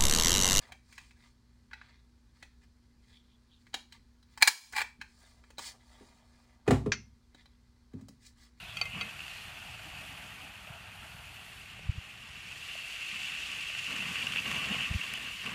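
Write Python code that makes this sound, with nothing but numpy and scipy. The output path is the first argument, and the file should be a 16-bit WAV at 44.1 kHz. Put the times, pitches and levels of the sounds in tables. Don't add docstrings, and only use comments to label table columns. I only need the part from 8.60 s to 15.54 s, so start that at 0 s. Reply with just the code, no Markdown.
import sys
import numpy as np
from scipy import signal
from scipy.io import wavfile
from scipy.ndimage import uniform_filter1d

SR = 44100
rng = np.random.default_rng(int(sys.argv[2]) if len(sys.argv) > 2 else 0)


def attenuation_scalar(level_db):
    decades = np.asarray(level_db, float) / 20
    return 10 ** decades


def dump_mix(stems):
    frames = np.atleast_2d(stems).T
    limited = np.clip(frames, -1, 1)
    pcm = np.round(limited * 32767).astype(np.int16)
    wavfile.write(sys.argv[1], SR, pcm)


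N = 306054


def evened(x):
    return x / np.sqrt(np.mean(x ** 2) + 1e-20)


def add(mix, s, sound):
    part = mix[round(s * SR):][:len(sound)]
    part += sound[:len(part)]


def clock():
    return np.arange(N) / SR


def column(table, index):
    rows = np.array(table)
    return np.interp(clock(), rows[:, 0], rows[:, index])


def bump(s, half):
    return np.exp(-((clock() - s) / half) ** 2)


def noise():
    return rng.standard_normal(N)


def coloured(x, points):
    f, db = np.transpose(points)
    hz = abs(np.fft.fftfreq(8192, 1 / SR))
    log_gain = np.log(attenuation_scalar(np.interp(np.log(hz + 1), np.log(f), db, -70, -70)))
    response = np.exp(log_gain - 1j * signal.hilbert(log_gain).imag)
    taps = np.fft.ifft(response).real[:4096]
    return signal.oaconvolve(x, taps / np.linalg.norm(taps))[:len(x)]


def flicker(depth_db, seconds):
    size = max(int(seconds * SR), 2)
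    wander = uniform_filter1d(uniform_filter1d(noise(), size), size)
    return attenuation_scalar(depth_db * evened(wander))


def bursts(per_s, spread_db):
    size = attenuation_scalar(spread_db * np.minimum(rng.exponential(1, N), 5)) * rng.choice([-1., 1.], N)
    return evened(size * (rng.random(N) < per_s / SR))


def patchy(x):
    depth_db, bins, frames = 1.34, 3, 9
    z = signal.stft(x, nperseg=512, noverlap=384)[2]
    field = uniform_filter1d(rng.standard_normal(z.shape[::-1]), size=frames, axis=0)
    field = evened(uniform_filter1d(field, size=bins, axis=1)).T
    gain = attenuation_scalar(depth_db * field - .115 * depth_db ** 2)
    return signal.istft(z * gain, nperseg=512, noverlap=384)[1][:N]


def spit(points, db, length):
    u = np.arange(1500) / SR / length
    burst = coloured(rng.standard_normal(len(u)) * (1 - np.exp(-4.5 * u)) * np.exp(-u), points)
    return attenuation_scalar(db) * burst / abs(burst).max()


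# t/s, level/dB
BOILING = [(0.0, -52), (0.15, -51), (0.37, -47.5), (1.02, -50.5), (1.29, -49.5), (2.16, -54), (3.61, -51),
           (3.81, -47.5), (4.7, -39.5), (5.22, -41), (5.39, -40.5), (5.55, -39.5), (5.74, -40.5),
           (6.11, -37.5), (6.26, -37.5), (6.45, -41.5), (6.69, -44), (6.94, -43.5)]
# centre t/s, level change/dB, half length/s
LULLS = [(.19, 4, .01), (.248, -3, .006), (0.309, -5, 0.028), (.4, -2, .01), (0.56, -2, .03),
         (5.063, -1, .04), (5.192, 4.5, 0.011), (5.238, 1.5, .03), (5.7, 0, .02), (5.84, -3, 0.028),
         (6.295, -4, 0.033), (6.37, -3.5, 0.025)]


def boiling_effort():
    simmer_db, vapour_full_db, lull_reach = -50, 10.5, 0.75
    effort = column(BOILING, index=1) - simmer_db
    lull = sum(db * bump(s, half) for s, db, half in LULLS)
    return effort + lull, np.minimum(effort, vapour_full_db) + lull_reach * lull


def bubbling(sputter, power, crackle, share):
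    return evened(sputter ** power * (noise() + share * crackle))


# f/Hz, level/dB
BOIL = [(250, -49), (400, -19.5), (930, -17), (1150, -6), (1300, -10), (1580, -4), (1700, -7.5), (1850, -2),
        (2000, -4), (2300, -2), (3000, -3), (4000, -30)]


def boil(effort, sputter, crackle):
    boil_db = -55 + 0.5 * effort + 0.29 * (flame_db() - BURNER_DB)
    return coloured(bubbling(sputter, 1.18, crackle, 0.35) * attenuation_scalar(boil_db + 2.5), BOIL)


# f/Hz, level/dB
HOLLOW = [(1500, -51), (2200, -12.5), (2400, -6.5), (2520, -5), (2630, 1), (2730, 1.5), (2870, -1),
          (3000, -4), (3100, -11), (3400, -17), (4500, -37)]
# centre t/s, level/dB, half length/s
SURGES = [(0.36, -43.5, 0.062), (0.12, -54, .006), (0.41, -44, .012), (4.59, -53, 0.018),
          (5.385, -45, 0.039), (4.03, -48, 0.0082), (4.102, -43, 0.022), (5.621, -32.5, 0.013),
          (5.862, -35, .006), (5.79, -34, 0.0045), (6.872, -40, .01), (5.65, -40, 0.0047),
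          (5.782, -34, 0.0086), (5.961, -36, .006), (5.99, -39, 0.0085), (6.132, -37, 0.018),
          (6.173, -43, .004), (6.221, -35, 0.022), (6.559, -40, 0.015)]


def hollow(effort, sputter, crackle):
    ring = bubbling(sputter, 1, crackle, 0.55) * attenuation_scalar(-52.5 + 1.26 * effort + 0.5)
    surges = noise() * sum(attenuation_scalar(db) * bump(s, half) for s, db, half in SURGES)
    return coloured(ring + surges, HOLLOW)


# f/Hz, level/dB
JETS = [(2600, -26), (3200, -0.5), (3900, -6.5), (4700, -6), (5100, -18.5), (6500, -60)]


def jets(vapour, facing, sputter, crackle):
    jets_db = -59 + 0.79 * vapour + 0.26 * facing
    return coloured(bubbling(sputter, 1, crackle, 0.37) * attenuation_scalar(jets_db + 1.6), JETS)


def steam_level(vapour, facing):
    return -62.5 + 0.86 * vapour + 0.3 * facing


# f/Hz, level/dB
STEAM = [(3500, -31), (5000, -3), (5600, -2.5), (6400, -3), (7000, -1.5), (7700, -4), (9500, -8.5),
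         (11500, -18.5), (14000, -58)]


def steam(steam_db, sputter, crackle, drift):
    return coloured(bubbling(sputter, 0.52, crackle, 0.72) * attenuation_scalar(steam_db + 1.2) * drift, STEAM)


# f/Hz, level/dB
MIST = [(5000, -28), (8500, 0.5), (11000, -1.5), (13000, -5), (15500, -8)]


def mist(vapour, facing, sputter, crackle, drift):
    mist_db = -68 + 0.25 * vapour + facing
    return coloured(bubbling(sputter, 0.5, crackle, 0.49) * attenuation_scalar(mist_db + 5.0) * drift, MIST)


# f/Hz, level/dB
DRYING = [(1500, -23), (1950, -11), (2300, -11), (2550, 8), (2900, -5.5), (3400, -7.5), (4500, -53)]


def drying(sputter, crackle):
    start_db, db_per_s = -53.5, 2.05
    return coloured(bubbling(sputter, 1, crackle, 0.75) * attenuation_scalar(start_db - db_per_s * clock()), DRYING)


# f/Hz, level/dB
SPRAY = [(3000, -35), (5000, 20.5), (9000, 16), (15500, 0)]


def pops(steam_db):
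    return coloured(bursts(per_s=70, spread_db=2.0) * attenuation_scalar(steam_db - 9.0), SPRAY)


# t/s, level/dB
FACING = [(0, 0), (.5, 0), (.8, 1.5), (1.2, -0.5), (1.45, 2), (2.05, -1), (2.3, -2), (2.45, 1), (3.0, 0),
          (3.3, -9), (3.45, -4), (3.65, -5.5), (4.1, 0.5), (5.2, 0), (5.85, 4.5), (6.3, 1.5), (6.94, 0.5)]


def sizzle():
    effort, vapour = boiling_effort()
    facing = column(FACING, index=1)
    sputter = flicker(0.73, 0.0017) * flicker(0.34, 0.028) * flicker(0.17, 0.011)
    sputter = sputter ** (1 + 0.011 * effort.clip(0))
    drift = flicker(0.52, 0.029)
    crackle = bursts(per_s=2500, spread_db=1.0) + 0.51 * bursts(per_s=240, spread_db=1.3)
    steam_db = steam_level(vapour, facing)
    out = boil(effort, sputter, crackle) + hollow(effort, sputter, crackle)
    out += jets(vapour, facing, sputter, crackle) + steam(steam_db, sputter, crackle, drift)
    out += mist(vapour, facing, sputter, crackle, drift) + drying(sputter, crackle)
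    return pops(steam_db) + patchy(out)


# f/Hz, level/dB
WIND = [(13, -62), (22, -33), (39, 0), (67, 6), (124, 4.5), (200, -3), (260, -38), (440, -120)]
# t/s, level/dB
GUSTS = [(0, -57), (.3, -55.5), (.65, -61), (1.4, -57), (1.8, -62), (2.2, -58.5), (3.05, -62),
         (3.28, -51.5), (3.5, -64), (3.95, -62), (4.3, -68), (5.1, -61.5), (5.5, -61), (5.7, -57.5),
         (6.1, -61), (6.94, -62)]


def wind():
    return coloured(noise() * flicker(2.04, 0.012), WIND) * attenuation_scalar(column(GUSTS, index=1) + 2.0)


BURNER_DB = -66
# start t/s, burn/s, level/dB
FLARES = [
    (.33, 0.059, -49.5),
    (.58, 0.27, -65.5),
    (1.15, 0.76, -59.5),
    (3.55, 1, -69),
    (4.5, 0.52, -60),
    (5.27, 0.23, -47.5),
    (5.56, 0.27, -49),
    (5.84, 0.36, -44),
    (6.3, 0.36, -52),
    (6.83, .2, -45),
]


def flame_db():
    catch_s, die_db_per_s = 0.027, 70.
    t, power = clock(), attenuation_scalar(2 * BURNER_DB)
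    for s, burn, db in FLARES:
        dying_db = die_db_per_s * (t - s - burn).clip(0)
        power = power + np.clip((t - s) / catch_s, 0, 1) * attenuation_scalar(2 * (db - dying_db))
    return 10 * np.log10(power)


# f/Hz, level/dB
FLAME = [(59, -6), (100, -15.5), (124, -6.5), (200, -2.5), (298, -9.5), (340, -18.5), (500, -16),
         (579, -19.5), (735, -17), (900, -18.5), (1170, -8.5), (1980, -120)]


def flames():
    return coloured(noise() * flicker(2.4, 0.021), FLAME) * attenuation_scalar(flame_db() - 2.0)


# f/Hz, level/dB
MURMUR = [(350, -50), (520, -18), (620, -1.5), (750, 1), (950, -3.5), (1050, -7), (1400, -0.5),
          (2000, -13.5), (3000, -67)]


def traffic():
    passing_db = 3 * bump(2.15, 0.086)
    hidden_db = -7 * (1 + np.tanh((clock() - 2.82) / 0.29)) / 2
    return coloured(noise() * flicker(1.46, 0.016), MURMUR) * attenuation_scalar(-57 + passing_db + hidden_db)


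# f/Hz, level/dB
YARD = [(20, -41), (45, -1.5), (90, -9), (250, -12.5), (400, -11.5), (1000, -32), (3000, -50)]


def yard():
    return coloured(noise(), YARD) * attenuation_scalar(-68)


# centre t/s, half length/s, level/dB, f/Hz, width/Hz
WHEEZES = [
    (.04, 0.067, -58, 3850, 500),
    (0.107, .04, -51.5, 3380, 200),
    (0.762, 0.086, -56, 4150, 600),
    (4.076, 0.067, -58, 4300, 700),
]


def wheezes():
    out = np.zeros(N)
    for s, half, db, hz, width in WHEEZES:
        t = np.arange(-.2, .2, 1 / SR)
        complex_noise = [1, 1j] @ rng.standard_normal((2, len(t)))
        fuzz = signal.lfilter([1], [1, -np.exp(-np.pi * width / SR)], complex_noise)
        whistle = evened((fuzz * np.exp(2j * np.pi * hz * t)).real)
        sound = whistle * attenuation_scalar(db) * np.exp(-(t / half) ** 2)
        add(out, max(s + t[0], 0), sound[t > -s])
    return out


# t/s, peak level/dB
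CLINKS = [
    (0.169, -20.5),
    (0.213, -14),
    (0.2545, -22.5),
    (0.4105, -19.5),
]
# f/Hz, t60/s, level/dB at each of the four knocks
BOWL = [(313, 0.14, -53, -57, -43, -33), (472, 0.19, -40.5, -31, -31, -25),
        (734, 0.027, -32, -9.5, -30, -11), (1128, 0.08, -25, -16.5, -23, -13),
        (1375, 0.047, -10, -12, -27, -8), (2097, 0.16, -15, -14.5, -7, -8.5),
        (2430, 0.038, -1, -0.5, -19, -3), (2564, 0.12, -14, -12, -7, -2), (3100, 0.025, -4, -1.5, -15, 0),
        (3250, 0.047, -3.5, -28, -20, -5), (3860, 0.051, -25, -17, -21, -7.5),
        (4545, 0.043, -6.5, 3, -15, -3), (6110, 0.065, -21, -22, -24, -19.5),
        (6700, 0.017, -30, -18, -30, -30)]


def tongs():
    out, t = np.zeros(N), np.arange(12000) / SR
    for knock, (s, db) in enumerate(CLINKS):
        modes = sum(attenuation_scalar(levels_db[knock] - 60 * t / t60) * np.sin(2 * np.pi * (hz * t + rng.random()))
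                    for hz, t60, *levels_db in BOWL)
        tick = uniform_filter1d(rng.standard_normal(len(t)), size=4) * np.exp(-t / 0.0041)
        add(out, s, attenuation_scalar(db - 7.5) * (modes * (1 - np.exp(-t / 0.0013)) + 0.22 * tick))
        add(out, s, spit(SPRAY, db - 23.0, 0.0033))
    return out


# centre t/s, peak level/dB, f/Hz, lean/rad, narrowness/1
PUFFS = [(0.366, -37, 166, -0.12, 0.82), (0.468, -48, 210, 0.47, 0.34), (1.27, -54, 310, 0.38, .25),
         (2.108, -37.5, 120.7, -0.24, 1.6), (3.297, -18.5, 84.4, 0.35, 2.3), (3.384, -29, 83.5, 0.17, 1.9),
         (6.111, -31.5, 208, 0.22, 0.67), (6.3144, -26, 130, -0.28, 1.86), (6.316, -31, 70, -0.48, 1.3),
         (6.359, -23.5, 78, -1.5, 1.44), (6.35, -36.5, 193, 0.27, 0.59)]


def puffs():
    out, t = np.zeros(N), np.arange(-1500, 1500) / SR
    for s, db, hz, lean, narrow in PUFFS:
        swing = np.cos(2 * np.pi * hz * t + lean)
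        add(out, s + t[0], -attenuation_scalar(db) * np.exp(-(narrow * hz * t) ** 2) * swing)
    return out


# f/Hz, level/dB
THUD = [(120, 0), (300, -2.5), (700, 16), (1100, -7), (2500, -45)]
# t/s, peak level/dB, treble level/dB, thud level/dB
SPITS = [(0.592, -32, -23, -29), (0.604, -33, -29.5, -33), (0.6797, -31, -15, -29), (1.413, -46, -7, -5),
         (1.767, -47, -27.5, -8), (2.0714, -38, -23, -11), (3.191, -46, -22, -2), (4.152, -36.5, -10, -10),
         (4.582, -39, -27, -27), (5.099, -35.5, -22, -15), (5.1484, -28, -27, -41), (5.195, -34, -12, -32),
         (5.424, -27, -22, -26), (5.555, -26, -23, -30), (5.668, -21, -14, -24), (5.721, -29, -8, -29),
         (5.7345, -24, -31, -30), (5.7594, -20, -28, -37), (5.7683, -24, -19, -33), (5.856, -26, -25, -33),
         (5.876, -34, -13, -29), (5.9137, -24, -12, -35), (5.92, -32, -20, -25), (6.1443, -29.5, -30, -13),
         (6.339, -26.5, -25, -24), (6.537, -26, -7, -28), (6.5743, -36, -22, -13), (6.69, -39, -21, -31),
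         (6.8619, -27.5, -14, -27)]


def spits():
    out, length = np.zeros(N), 0.002
    for s, db, treble_db, thud_db in SPITS:
        add(out, s, spit(HOLLOW, db - 1.0, length))
        add(out, s, spit(BOIL, db - 4, length))
        add(out, s, spit(JETS, db - 19, length))
        add(out, s, spit(SPRAY, db + treble_db + 2.0, 0.42 * length))
        add(out, s, spit(THUD, db + thud_db + 3.0, length))
    return out


def scene():
    air = wind() + patchy(flames() + traffic()) + yard()
    return (sizzle() + air + wheezes() + tongs() + puffs() + spits())[None]


def low_pass(x):
    return signal.sosfilt(signal.butter(12, 15830, fs=SR, output="sos"), x)


def record(dry):
    edge = signal.firwin(2047, 15290, window=("kaiser", 9), fs=SR)
    mix = signal.oaconvolve(dry, edge[None], "same")
    return low_pass(mix)


dry = scene()
out = record(dry)
dump_mix(out)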